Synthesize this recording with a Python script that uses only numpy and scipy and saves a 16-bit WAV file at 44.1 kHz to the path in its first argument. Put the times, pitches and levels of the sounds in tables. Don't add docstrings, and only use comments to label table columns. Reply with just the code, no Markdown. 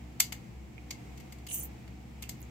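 import sys
import numpy as np
from scipy import signal
from scipy.fft import rfft, irfft
from scipy.io import wavfile

SR = 44100
rng = np.random.default_rng(int(sys.argv[2]) if len(sys.argv) > 2 else 0)


def dump(signal):
    limited = np.clip(np.atleast_2d(signal).T, -1, 1)
    pcm = np.round(limited * 32767).astype(np.int16)
    wavfile.write(sys.argv[1], SR, pcm)


N = 110250


def amp(db):
    return 10 ** (np.asarray(db) / 20)


def unit(x):
    return x / np.sqrt(np.mean(x ** 2) + 1e-30)


def read_table(points, hz):
    table_hz, value = np.transpose(points)
    return np.interp(np.log(hz + 1), np.log(table_hz + 1), value)


def colour(x, points):
    n = x.shape[-1]
    padded = 2 * n
    gain = amp(read_table(points, np.fft.rfftfreq(padded, 1 / SR)))
    return irfft(rfft(x, padded) * gain)[..., :n]


def pan(db):
    return amp(np.array([[db], [-db]]) / 2)


def add(mix, start_s, sound):
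    part = mix[:, round(start_s * SR):][:, :sound.shape[1]]
    part += sound[:, :part.shape[1]]


def drift(rate_hz, size):
    hz = np.fft.rfftfreq(size, 1 / SR)
    low_pass = np.exp(-(hz / rate_hz) ** 2) * (hz > 0)
    return unit(irfft(rfft(rng.standard_normal(size)) * low_pass, size))


def noise_pair(likeness, size):
    left, other = rfft(rng.standard_normal((2, size)))
    shared = np.clip(read_table(likeness, np.fft.rfftfreq(size, 1 / SR)), -1, 1)
    right = shared * left + np.sqrt(1 - shared ** 2) * other
    return irfft(np.array([left, right]), size)


# pitch_hz, level_db (per Hz)
AIR_SPECTRUM = [(20, -95), (35, -95), (48, -82), (72, -77.5), (90, -83.5), (125, -73), (160, -75),
                (225, -76.5), (262, -84.5), (290, -82.5), (330, -76.5), (385, -87), (480, -84.5),
                (590, -92), (740, -85), (1050, -94.5), (1600, -98.5), (2200, -92), (3600, -103),
                (6500, -105), (7700, -104), (8300, -109), (10000, -116), (12000, -111), (15500, -113)]
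# pitch_hz, likeness (0 to 1)
AIR_LIKENESS = [(60, 0.7), (170, 1), (320, 0.55), (700, 0.02), (1300, 0), (2200, 0.1), (4000, 0.09),
                (15000, 0.05)]
AIR_SWELL_DB, AIR_SWELL_HZ = 0.95, 2.9
AIR_PAN_DB = -0.5


def air():
    per_hz = np.sqrt(SR / 2)
    flow = colour(noise_pair(AIR_LIKENESS, size=N), AIR_SPECTRUM) * per_hz
    swell = amp(AIR_SWELL_DB * drift(AIR_SWELL_HZ, size=N))
    return flow * pan(AIR_PAN_DB) * swell


# pitch_hz, level_db (rms), pan_db (left minus right)
HUM_TONES = [(48.4, -72.5, -19), (62.7, -57.5, 3.5), (117.95, -55.5, 0.5), (119.9, -68, 8), (131.3, -62, 4),
             (180.5, -63, 5), (208.2, -63.5, 10.5), (238.7, -61.5, 2.5), (298.7, -63, 1.5)]
WAVER_HZ, WAVER_DEPTH, WAVER_RAD = 4.3, 0.3, 0.13
# time_s, level_db (before DRONE_TRIM_DB)
DRONE_LEVEL = [(0.0, -53.5), (0.05, -48), (0.42, -56), (0.48, -63), (0.54, -49.5), (1.23, -54),
               (1.29, -47.5), (1.53, -52), (1.67, -45), (1.77, -50.5), (2.47, -49), (2.5, -65)]
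DRONE_HZ, DRONE_TRIM_DB, DRONE_PAN_DB = 66.4, -1, -0.5


def hum():
    t = np.arange(N) / SR
    drone = unit(np.sin(2 * np.pi * (DRONE_HZ * t + rng.random())))
    drone_db = DRONE_TRIM_DB + np.interp(t, *np.transpose(DRONE_LEVEL))
    out = pan(DRONE_PAN_DB) * drone * amp(drone_db)
    for pitch_hz, level_db, pan_db in HUM_TONES:
        phase = 2 * np.pi * (pitch_hz * t + rng.random()) + WAVER_RAD * drift(WAVER_HZ, size=N)
        loudness = 1 + WAVER_DEPTH * drift(WAVER_HZ, size=N)
        out += amp(level_db) * pan(pan_db) * unit(np.sin(phase) * loudness)
    return out


# pitch_hz, fall_s (time to drop 60 dB)
ROOM_FALL = [(500, 0.1), (2200, 0.2), (5000, 0.18), (9000, 0.15), (15000, 0.14)]
ROOM_DB, ROOM_RISE_S = -8, 0.0047


def room(x):
    hz, t, grid = signal.stft(rng.standard_normal((2, SR // 2)), SR, nperseg=256)
    fade = np.exp(-np.log(1000) * t / read_table(ROOM_FALL, hz)[:, None])
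    tail = signal.istft(grid * fade, SR)[1]
    tail = tail * np.minimum(np.arange(tail.shape[1]) / SR / ROOM_RISE_S, 1) ** 2
    return signal.fftconvolve(x, tail / np.linalg.norm(tail[0]), axes=1)[:, :N]


GRAINS_PER_S, GRAIN_SPREAD_DB, GRAIN_FADE_S = 3000, 2, 0.00064


def fizz(level, tone, trim_db):
    t = np.arange(N) / SR
    time_s, level_db = np.transpose(level)
    strength = amp(GRAIN_SPREAD_DB * np.minimum(rng.exponential(1, N), 5))
    catches = (rng.random(N) < GRAINS_PER_S / SR) * strength
    power = signal.lfilter([1], [1, -np.exp(-2 / (GRAIN_FADE_S * SR))], catches ** 2)
    crackle = unit(colour(np.sqrt(power) * rng.standard_normal((2, N)), tone))
    gate = np.clip(np.minimum(t - time_s[0], time_s[-1] - t) / 0.0032, 0, 1)
    return crackle * amp(trim_db + np.interp(t, time_s, level_db)) * gate


# time_s, level_db (before the trims below)
LOW_FIZZ_LEVEL = [(1.484, -54), (1.492, -52.5), (1.506, -58.5), (1.514, -45.5), (1.528, -66),
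                  (1.546, -57.5), (1.6, -67), (1.68, -79)]
MID_FIZZ_LEVEL = [(1.484, -51), (1.491, -49.5), (1.506, -46), (1.53, -37), (1.548, -38), (1.594, -46.5),
                  (1.605, -42), (1.626, -43), (1.65, -54), (1.69, -75)]
TOP_FIZZ_LEVEL = [(1.484, -62), (1.52, -55), (1.532, -48), (1.546, -33), (1.575, -45), (1.596, -38.5),
                  (1.612, -61), (1.63, -49), (1.638, -37), (1.655, -46), (1.69, -73)]
# pitch_hz, level_db (relative)
LOW_FIZZ_TONE = [(1800, -31), (2500, -7), (2900, 7), (3400, -7), (3900, -8.5), (4900, -16), (5500, -35),
                 (8000, -38)]
MID_FIZZ_TONE = [(3000, -45), (5300, -27), (6000, 1.5), (8200, 2), (10000, 4.5), (10700, 0), (12500, -9),
                 (15000, -30)]
TOP_FIZZ_TONE = [(8000, -26.5), (10800, -23), (12100, 2), (12900, -3), (14000, 5), (15400, 0), (16200, -21)]
LOW_TRIM_DB, MID_TRIM_DB, TOP_TRIM_DB, RUB_PAN_DB = 4, 0.5, 1.5, -2.5


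def rub():
    low = fizz(LOW_FIZZ_LEVEL, LOW_FIZZ_TONE, LOW_TRIM_DB)
    middle = fizz(MID_FIZZ_LEVEL, MID_FIZZ_TONE, MID_TRIM_DB)
    top = fizz(TOP_FIZZ_LEVEL, TOP_FIZZ_TONE, TOP_TRIM_DB)
    return pan(RUB_PAN_DB) * (low + middle + top)


# start_s, level_db (before the fade), pitch_hz (centre), pan_db (left minus right),
# fade_s (time to fall to 37 %)
DRY_SNAPS = [(0.78, -44, 2400, -8.5, 0.0027), (1.5008, -36, 9600, -12, 0.00093),
             (1.5147, -37, 2800, -1, 0.0022), (2.2392, -42, 2600, -7, 0.0025),
             (2.4056, -47, 13400, -4, 0.0013), (2.417, -44, 13100, -4, 0.0014),
             (2.4278, -50, 7100, -4, 0.0031)]
SNAP_OCTAVES = 0.15


def snaps():
    out, t = np.zeros((2, N)), np.arange(1024) / SR
    hz = np.fft.rfftfreq(len(t), 1 / SR)
    for start_s, level_db, pitch_hz, pan_db, fade_s in DRY_SNAPS:
        octaves_away = np.log2((hz + 1) / pitch_hz)
        band = 1 / (1 + (octaves_away / SNAP_OCTAVES) ** 2)
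        crack = unit(irfft(rfft(rng.standard_normal((2, len(t)))) * band))
        add(out, start_s, amp(level_db) * pan(pan_db) * crack * np.exp(-t / fade_s))
    return out


LEAD_S, TICK_SAMPLES = 0.012, 8192
# pitch_hz, level_db (relative)
FIN_TONE = [(100, -39), (450, -37), (750, -7), (1500, -9.5), (2100, -5), (2900, -1), (3700, -6), (4700, 2),
            (5300, -6.5), (6500, 1.5), (7900, 0.5), (9000, -7), (10500, -6.5), (12000, -1), (15000, 0.5),
            (15700, -26)]
# pitch_hz, likeness (-1 to 1)
FIN_LIKENESS = [(700, .4), (1200, 0.082), (2200, 0.41), (4000, -0.13), (9000, 0.2), (16000, 0.13)]
RISE_S, RING_S = 0.0013, 0.0032
SLIP_ROUGH_DB, SLIP_GRAIN_HZ = -1.5, 1500


def fins(slip_s):
    t = np.arange(TICK_SAMPLES) / SR - LEAD_S
    shape = np.exp(np.minimum(t, 0) / RISE_S - np.maximum(t - slip_s, 0) / RING_S)
    roughness = amp(SLIP_ROUGH_DB * drift(SLIP_GRAIN_HZ, size=len(t)))
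    shake = noise_pair(FIN_LIKENESS, size=len(t)) * shape * roughness
    return colour(unit(shake) * np.sqrt(np.mean(shape ** 2)), FIN_TONE)


# pitch_hz, level_db (relative), fall_s (time to drop 60 dB)
TUBE_MODES = [(718, -31.5, 0.13), (2151, -5.5, 0.031), (2752, -22, 0.046), (3510, -19.5, 0.053),
              (4610, -14, .035), (5620, -13, 0.022), (6270, -22, 0.034), (6880, -10, 0.026),
              (7880, -13, 0.021), (8400, -20, .035), (11360, -4, 0.021), (13100, -12, 0.025),
              (14030, -6, 0.02), (14800, -22, .035)]
TUBE_RISE_S = 0.00083
TUBE_PHASE_HZ = 5340


def tubes():
    t = np.maximum(np.arange(TICK_SAMPLES) / SR - LEAD_S, 0)
    out = np.zeros((2, len(t)))
    for pitch_hz, level_db, fall_s in TUBE_MODES:
        spread = min((pitch_hz / TUBE_PHASE_HZ) ** 2, 1)
        turns = rng.random() + rng.uniform(-0.083, 0.7, (2, 1)) * spread
        ring = np.sin(2 * np.pi * (pitch_hz * t + turns))
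        out += amp(level_db) * np.exp(-np.log(1000) * t / fall_s) * ring
    return out * (1 - np.exp(-t / TUBE_RISE_S))


LOW_HZ, MID_HZ, HIGH_HZ = 2140, 5840, 11500


def tick(level_db, slip_s, low_db, high_db, pan_db, tubes_db):
    sound = fins(slip_s) + amp(tubes_db) * tubes()
    tone = [(LOW_HZ, low_db), (MID_HZ, 0), (HIGH_HZ, high_db)]
    return amp(level_db) * pan(pan_db) * colour(sound, tone)


# start_s, level_db (gain), slip_s, low_db and high_db (colour),
# pan_db (left minus right), tubes_db (gain of the tubes)
COIL_TICKS = [(0.2026, -11, 0.0027, -4, -3, 1.5, 0), (0.3238, -31.5, .004, 5.5, -3.5, 2.5, -1),
              (0.908, -27.5, 0.004, -3.5, -12.5, 0.5, -0.5), (0.913, -50, 0.0033, 11, -19, 5, 7),
              (1.176, -48, 0.0055, 0.5, -7, 5, -3), (1.201, -50.5, 0.0079, 5.5, -4.5, 2, -1.5),
              (1.3238, -45.5, 0.0057, 4.5, -2.5, 3.5, 2), (1.3860, -55, 0.0022, 4, -6, 5, 1),
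              (1.4683, -40, 0.0052, 1.5, -3.5, 2, -4), (1.878, -55, 0.0029, 13.5, -9, -2, -10),
              (2.2245, -35.5, 0.0032, -2, -1.5, 4, -6.5), (2.2288, -42, 0.0038, 1, -11, -8, 0),
              (2.293, -30, 0.0034, -5.5, -2.5, 1.5, -2)]


def coil():
    out = np.zeros((2, N))
    for start_s, *settings in COIL_TICKS:
        add(out, start_s - LEAD_S, tick(*settings))
    return out


def scene():
    small = snaps()
    tails = [room(coil() + small) for _ in range(3)]
    tail = sum(tails) / np.sqrt(len(tails))
    return air() + hum() + amp(ROOM_DB) * tail + rub() + small + coil()


EDGE_HZ = 15900


def record(dry):
    low_pass = signal.firwin(255, EDGE_HZ, window=("kaiser", 8), fs=SR)
    return signal.oaconvolve(dry, low_pass[None], "same")


dry = scene()
out = record(dry)
dump(out)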